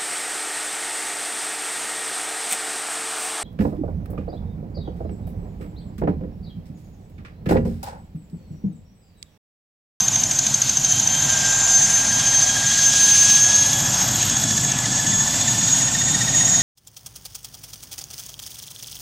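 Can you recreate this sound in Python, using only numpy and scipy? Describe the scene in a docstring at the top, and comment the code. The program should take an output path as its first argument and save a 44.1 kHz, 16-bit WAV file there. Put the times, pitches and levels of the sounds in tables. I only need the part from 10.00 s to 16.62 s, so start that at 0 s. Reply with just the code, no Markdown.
"""The compressors of a twin-turbine helicopter whine as it runs up on a grass field.
Its five-blade rotor slowly gains speed, and each passing blade mirrors the whine and the singing
gearbox as a short falling chirp. Underneath sit the power turbine's breathy whistle, the tail
rotor's buzz and a bed of exhaust rumble, jet roar and intake hiss.
The loudest peaks overload the one microphone."""
import sys
import numpy as np
from scipy import signal
from scipy.fft import rfft, irfft, next_fast_len
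from scipy.io import wavfile
from scipy.ndimage import uniform_filter1d

SR = 44100
rng = np.random.default_rng(int(sys.argv[2]) if len(sys.argv) > 2 else 0)


def master_out(mix):
    """Clip the mix to full scale and print it as 16-bit PCM to the path in sys.argv[1]."""
    frames = np.transpose(np.atleast_2d(mix))
    ceiling = np.clip(frames, -1, 1)
    pcm = np.round(ceiling * 32767).astype(np.int16)
    wavfile.write(sys.argv[1], SR, pcm)


N = 291942

# colour of the intake hiss: (frequency [Hz], relative level [dB])
HISS_COLOUR = [(600, -21), (1400, -13.5), (2100, -8), (2800, -2.5), (3400, 1), (4300, -1), (5300, 1),
               (6100, 5.5), (7100, 5), (8200, -4), (9600, -10.5), (11500, -21.5), (13500, -20.5),
               (15500, -39)]


def compressors(blade, blade_rate):
    """Intake blades whine among weaker shaft orders; each main blade flashes the whine back."""
    # compressor shaft: (time [s], speed [turns/s])
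    shaft_speed = [(0, 300.2), (2.2, 300.3), (3.28, 300.6), (3.6, 305), (4, 310.2), (4.3, 311.7),
                   (4.85, 312.6), (5.25, 316.7), (5.6, 318.2), (6.5, 318.6), (6.62, 317.5)]
    # rides of the main whine, the cluster around its octave and the flashes: (time [s], level [dB])
    whine_ride = [(0, -23.5), (.65, -27), (.93, -20.5), (1.5, -25), (1.74, -15), (2.1, -23.5), (2.35, -17),
                  (2.63, -25), (2.88, -14.5), (3.55, -16), (3.87, -26.5), (4.08, -23), (4.8, -28),
                  (5.05, -21), (5.42, -22.5), (5.66, -20), (6.28, -23), (6.48, -12.5), (6.62, -20)]
    top_ride = [(0, -45), (2.75, -46), (3.4, -46), (4.05, -36.5), (4.75, -45.5), (6.62, -47)]
    flash_ride = [(0, -11), (.3, -7), (.7, -10), (1.28, -16), (1.45, -29), (3.7, -23), (4.5, -15.5),
                  (5.25, -26), (6.62, -29)]
    # partials beside the whine and around its octave: (pitch [multiple of shaft speed])
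    side_orders = [14, 15, 19, 20, 23, 25, 27, 31, 33]
    top_orders = [36, 38, 40, 42, 44, 46]
    # balance of those partials: (relative level [dB])
    side_mix = [-28, -31, -16, -40, -1.5, -15, -18.5, -38, -33.5]
    top_mix = [-27, -14, -25, -1, -14, -23]
    main_order = 21
    shaft_hz = curve(shaft_speed) * (1 + 0.000373 * walk(9))
    shaft = turns(shaft_hz)
    whine_db = curve(whine_ride)
    side_db = -27 + 0.52 * (whine_db - whine_db.mean())  # follows about half of each swell
    main = air_fade(whine_db) * twin_tone(main_order * shaft, twin_db=-15.5, depth=0.44)
    side = sum(undb(db) * twin_tone(k * shaft, twin_db=-1, depth=1) for k, db in zip(side_orders, side_mix))
    top = sum(undb(db) * twin_tone(k * shaft, twin_db=-1, depth=.9) for k, db in zip(top_orders, top_mix))
    direct = main + air_fade(side_db) * side + air_fade(curve(top_ride)) * top
    # short waves mirror only for the instant that the blade faces the listener
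    shift = 0.0054 + .014 * walk(14)  # Doppler shift as a share of the pitch, varying blade to blade
    chirp = blade_doppler(main_order * shaft_hz, blade, blade_rate, shift, sweep=0.13)
    flash = bell(blade, width=0.029) * undb(curve(flash_ride) + 0.3 * walk(27))
    echo = tone(chirp, flutter(rate=700, depth=0.9))
    echo += undb(-42) * tone(2 * chirp, flutter(rate=2000, depth=.9))
    return direct + flash * (echo + undb(-10.5) * noise(HISS_COLOUR))


def twin_tone(cycles, twin_db, depth):
    """The same tone from two engines, a little apart in speed, so that they beat."""
    detune = .9957
    near = tone(cycles, flutter(rate=75, depth=depth))
    far = tone(cycles * detune, flutter(rate=20, depth=0.85))
    return (near + undb(twin_db) * far) / np.hypot(1, undb(twin_db))


def blade_doppler(hz, blade, blade_rate, shift, sweep):
    """Cycles of a tone off a moving blade: raised as it nears, lowered as it leaves."""
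    return turns(hz) + hz / blade_rate * (shift * blade - sweep * blade ** 2 / 2)


def gearbox(blade, blade_rate):
    """Meshing teeth sing a tone and two overtones, with a falling chirp off every blade."""
    # rides of the mesh tone, its octave, the chirps and their lead-ins: (time [s], level [dB])
    mesh_ride = [(0, -47), (1.0, -47.5), (1.35, -31), (2.4, -36), (2.72, -30.5), (3.45, -30), (4.05, -46),
                 (5.1, -38.5), (5.7, -45.5), (6.62, -45)]
    octave_ride = [(0, -55), (.74, -59), (.9, -37), (1.3, -36.5), (1.52, -54), (1.95, -57), (2.15, -38.5),
                   (3.35, -32.5), (3.8, -36.5), (4.8, -38), (6.62, -34.5)]
    chirp_ride = [(0, -40.5), (1.8, -37), (2.5, -28.5), (3.1, -31.5), (4.1, -36.5), (5.1, -31),
                  (5.7, -31.5), (6.15, -24.5), (6.62, -31.5)]
    lead_ride = [(0, -45), (2.45, -33), (3.3, -46), (5, -36), (5.75, -44), (6.62, -42)]
    teeth_per_pass = 119.6
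    hz = teeth_per_pass * blade_rate
    mesh = turns(hz)
    first = undb(curve(mesh_ride)) * tone(mesh, flutter(rate=45, depth=0.2))
    second = undb(curve(octave_ride)) * tone(2 * mesh, flutter(rate=60, depth=0.49))
    # the mirrored tones ride on the direct ones as short pips
    chirp = blade_doppler(hz, blade, blade_rate, shift=0.028, sweep=0.22)
    pip = bell(blade, width=0.092)
    third = tone(3 * mesh, flutter(rate=70, depth=.7)) + 2 * pip * tone(3 * chirp)
    third_db = -48.5 + 7 * (blade_rate - blade_rate.mean())  # grows with rotor speed
    echo = tone(chirp, flutter(rate=190, depth=0.37))
    echo += undb(-5.5) * tone(2 * chirp, flutter(rate=200, depth=0.57))
    # while the blade still rushes in, its echo is higher and fainter
    rushing = blade_doppler(hz, blade, blade_rate, shift=0.04, sweep=0.533)
    lead_gain = undb(curve(lead_ride)) * bell(blade + 0.19, width=0.083)
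    lead = lead_gain * tone(rushing, flutter(rate=160, depth=0.84))
    return first + second + undb(third_db) * third + undb(curve(chirp_ride)) * pip * echo + lead


def power_turbine(blade_rate):
    """Its blade tone leaves through the exhaust jet, which smears it into a breathy whistle."""
    # ride of the whistle: (time [s], level [dB])
    whistle_ride = [(0, -49), (1, -31), (1.65, -21), (1.9, -29), (3.1, -57), (3.8, -33), (4.5, -31),
                    (5.2, -31), (6.62, -39)]
    smear = (walk(rate=620) + 1j * walk(rate=730)) / np.sqrt(2)
    return undb(curve(whistle_ride)) * tone(turns(531 * blade_rate), smear)


def tail_rotor(blade_rate):
    """The tail blades chop the air into a low buzz whose overtones grow with tip speed."""
    tail_per_main_pass = 3.58
    cycles = turns(tail_per_main_pass * blade_rate)
    speed_db = 20 * np.log10(blade_rate / blade_rate.mean())
    first = undb(-49.0 + 1.5 * speed_db) * tone(cycles, flutter(rate=4.8, depth=0.11))
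    second = undb(-44.5 + 5.8 * speed_db) * tone(2 * cycles, flutter(rate=6, depth=0.2))
    third = undb(-44.5 + 2 * speed_db) * tone(3 * cycles, flutter(rate=6, depth=.3))
    return first + second + third


def gas_flow(blade):
    """Combustion rumble rises with the throttle under jet roar and intake hiss; blades add a swish."""
    # colours of the rumble and the roar: (frequency [Hz], relative level [dB])
    rumble_colour = [(20, -56), (30, -48), (39, -31), (62, -22), (85, -8.5), (120, 2.5), (160, -4.5),
                     (210, -5), (280, -7.5), (350, -20), (480, -25.5), (1200, -53)]
    roar_colour = [(200, -7.5), (420, -14.5), (560, -3.5), (720, 1), (950, -1.5), (1200, -7), (1600, -3),
                   (2200, -10.5), (4000, -14.5), (12000, -43)]
    # rides of the roar and the hiss: (time [s], level before trim [dB])
    roar_ride = [(0, -37), (.75, -39), (1.35, -33), (2.4, -34.5), (3, -35.5), (3.7, -35), (3.97, -30.5),
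                 (4.55, -35), (4.95, -34.5), (6.62, -34.5)]
    hiss_ride = [(0, -31.5), (1.1, -29.5), (1.85, -26), (2.1, -27.5), (2.5, -26), (3.1, -21.7),
                 (3.45, -22.3), (3.8, -28.7), (4.3, -28), (4.7, -31), (5.15, -29.5), (6.62, -29.5)]
    roar_trim_db, hiss_trim_db, swish_db = 1.15, 3.0, 1.87
    opens_s, opening_takes_s = 3.48, 0.26
    throttle = np.clip((np.arange(N) / SR - opens_s) / opening_takes_s, 0, 1)
    passing = bell(blade, width=0.06)
    rumble = noise(rumble_colour) * undb(-34.5 + 5 * throttle + 0.96 * walk(10))
    roar = noise(roar_colour) * undb(curve(roar_ride) + roar_trim_db + 0.11 * passing + 0.31 * walk(14))
    hiss = noise(HISS_COLOUR) * undb(curve(hiss_ride) + hiss_trim_db + swish_db * passing + 0.94 * walk(30))
    return rumble + shimmer(roar + hiss, depth_db=1.21, rate=9)


def flutter(rate, depth):
    """Hot, turbulent air makes a tone flutter in level and phase."""
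    return (1 + depth * (walk(rate) + 1j * walk(rate))) / np.sqrt(1 + 2 * depth ** 2)


def air_fade(db, depth_db=1.14, rate=15):
    """Gain of a high tone that hovers near its level and drops out for moments as the air moves."""
    return undb(db + depth_db * (1 - walk(rate) ** 2))


def shimmer(x, depth_db, rate):
    """Drifting air colours a noise: overlapping bands swell and fade, each on its own."""
    size = next_fast_len(N, True)
    spectrum, f = rfft(x, size), np.fft.rfftfreq(size, 1 / SR)
    centres_hz = np.geomspace(400, 12000, 14)
    out = 0
    for weights in np.eye(len(centres_hz)):
        band = irfft(spectrum * np.interp(f, centres_hz, weights), size)[:N]
        out = out + band * undb(depth_db * walk(rate))
    return out


def undb(db):
    """Decibels to gain."""
    return 10 ** (np.asarray(db) / 20)


def curve(table):
    """An automation lane: straight lines between (time, value) points."""
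    times, values = np.transpose(table)
    return np.interp(np.arange(N) / SR, times, values)


def turns(rate):
    """Cycles counted since the start."""
    return np.cumsum(rate) / SR


def tone(cycles, air=1):
    """A sine of rms 1, heard through the air's flutter."""
    return np.sqrt(2) * np.real(air * np.exp(2j * np.pi * cycles))


def noise(colour):
    """Noise of rms 1 with the given colour."""
    hz, db = np.transpose(colour)
    size = next_fast_len(N, True)
    f = np.maximum(np.fft.rfftfreq(size, 1 / SR), 1)
    eq = undb(np.interp(np.log(f), np.log(hz), db))
    x = irfft(rfft(rng.standard_normal(size)) * eq, size)[:N]
    return x / x.std()


def walk(rate):
    """Smooth random modulation of spread 1 that changes about rate times a second."""
    steps = rng.standard_normal(16384)
    x = np.interp(np.arange(N) / SR * rate, np.arange(len(steps)), steps)
    x = uniform_filter1d(x, max(int(SR / rate / 2), 1))
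    return x / x.std()


def bell(x, width):
    """A smooth hump around x = 0."""
    return np.exp(-.5 * (x / width) ** 2)


def scene():
    """Engines and drive train under the turning rotor, the same in both channels."""
    # main rotor run-up: (time [s], rate [blade passes/s])
    run_up = [(0.0, 12.946), (1.0, 13.22), (2.0, 13.412), (3.0, 13.677), (3.7, 14.004), (4.4, 14.249),
              (5.0, 14.35), (5.5, 14.668), (6.0, 15.095), (6.62, 15.457)]
    blade_rate = curve(run_up)
    # place of the nearest blade, -.5 to .5 of the gap between blades; at 0 it faces the microphone
    first_pass = .09
    blade = (turns(blade_rate) - first_pass + .5) % 1 - .5
    engines = compressors(blade, blade_rate) + power_turbine(blade_rate) + gas_flow(blade)
    drive = gearbox(blade, blade_rate) + tail_rotor(blade_rate)
    return np.tile(engines + drive, (2, 1))


def record(dry):
    """The microphone overloads on the whine's peaks and adds a gritty edge; the top is cut."""
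    ceiling, knee, cutoff_hz = .47, 8, 15600
    clipped = dry / (1 + np.abs(dry / ceiling) ** knee) ** (1 / knee)
    return signal.sosfilt(signal.ellip(10, .1, 80, cutoff_hz, fs=SR, output="sos"), clipped)


dry = scene()
out = record(dry)
master_out(out)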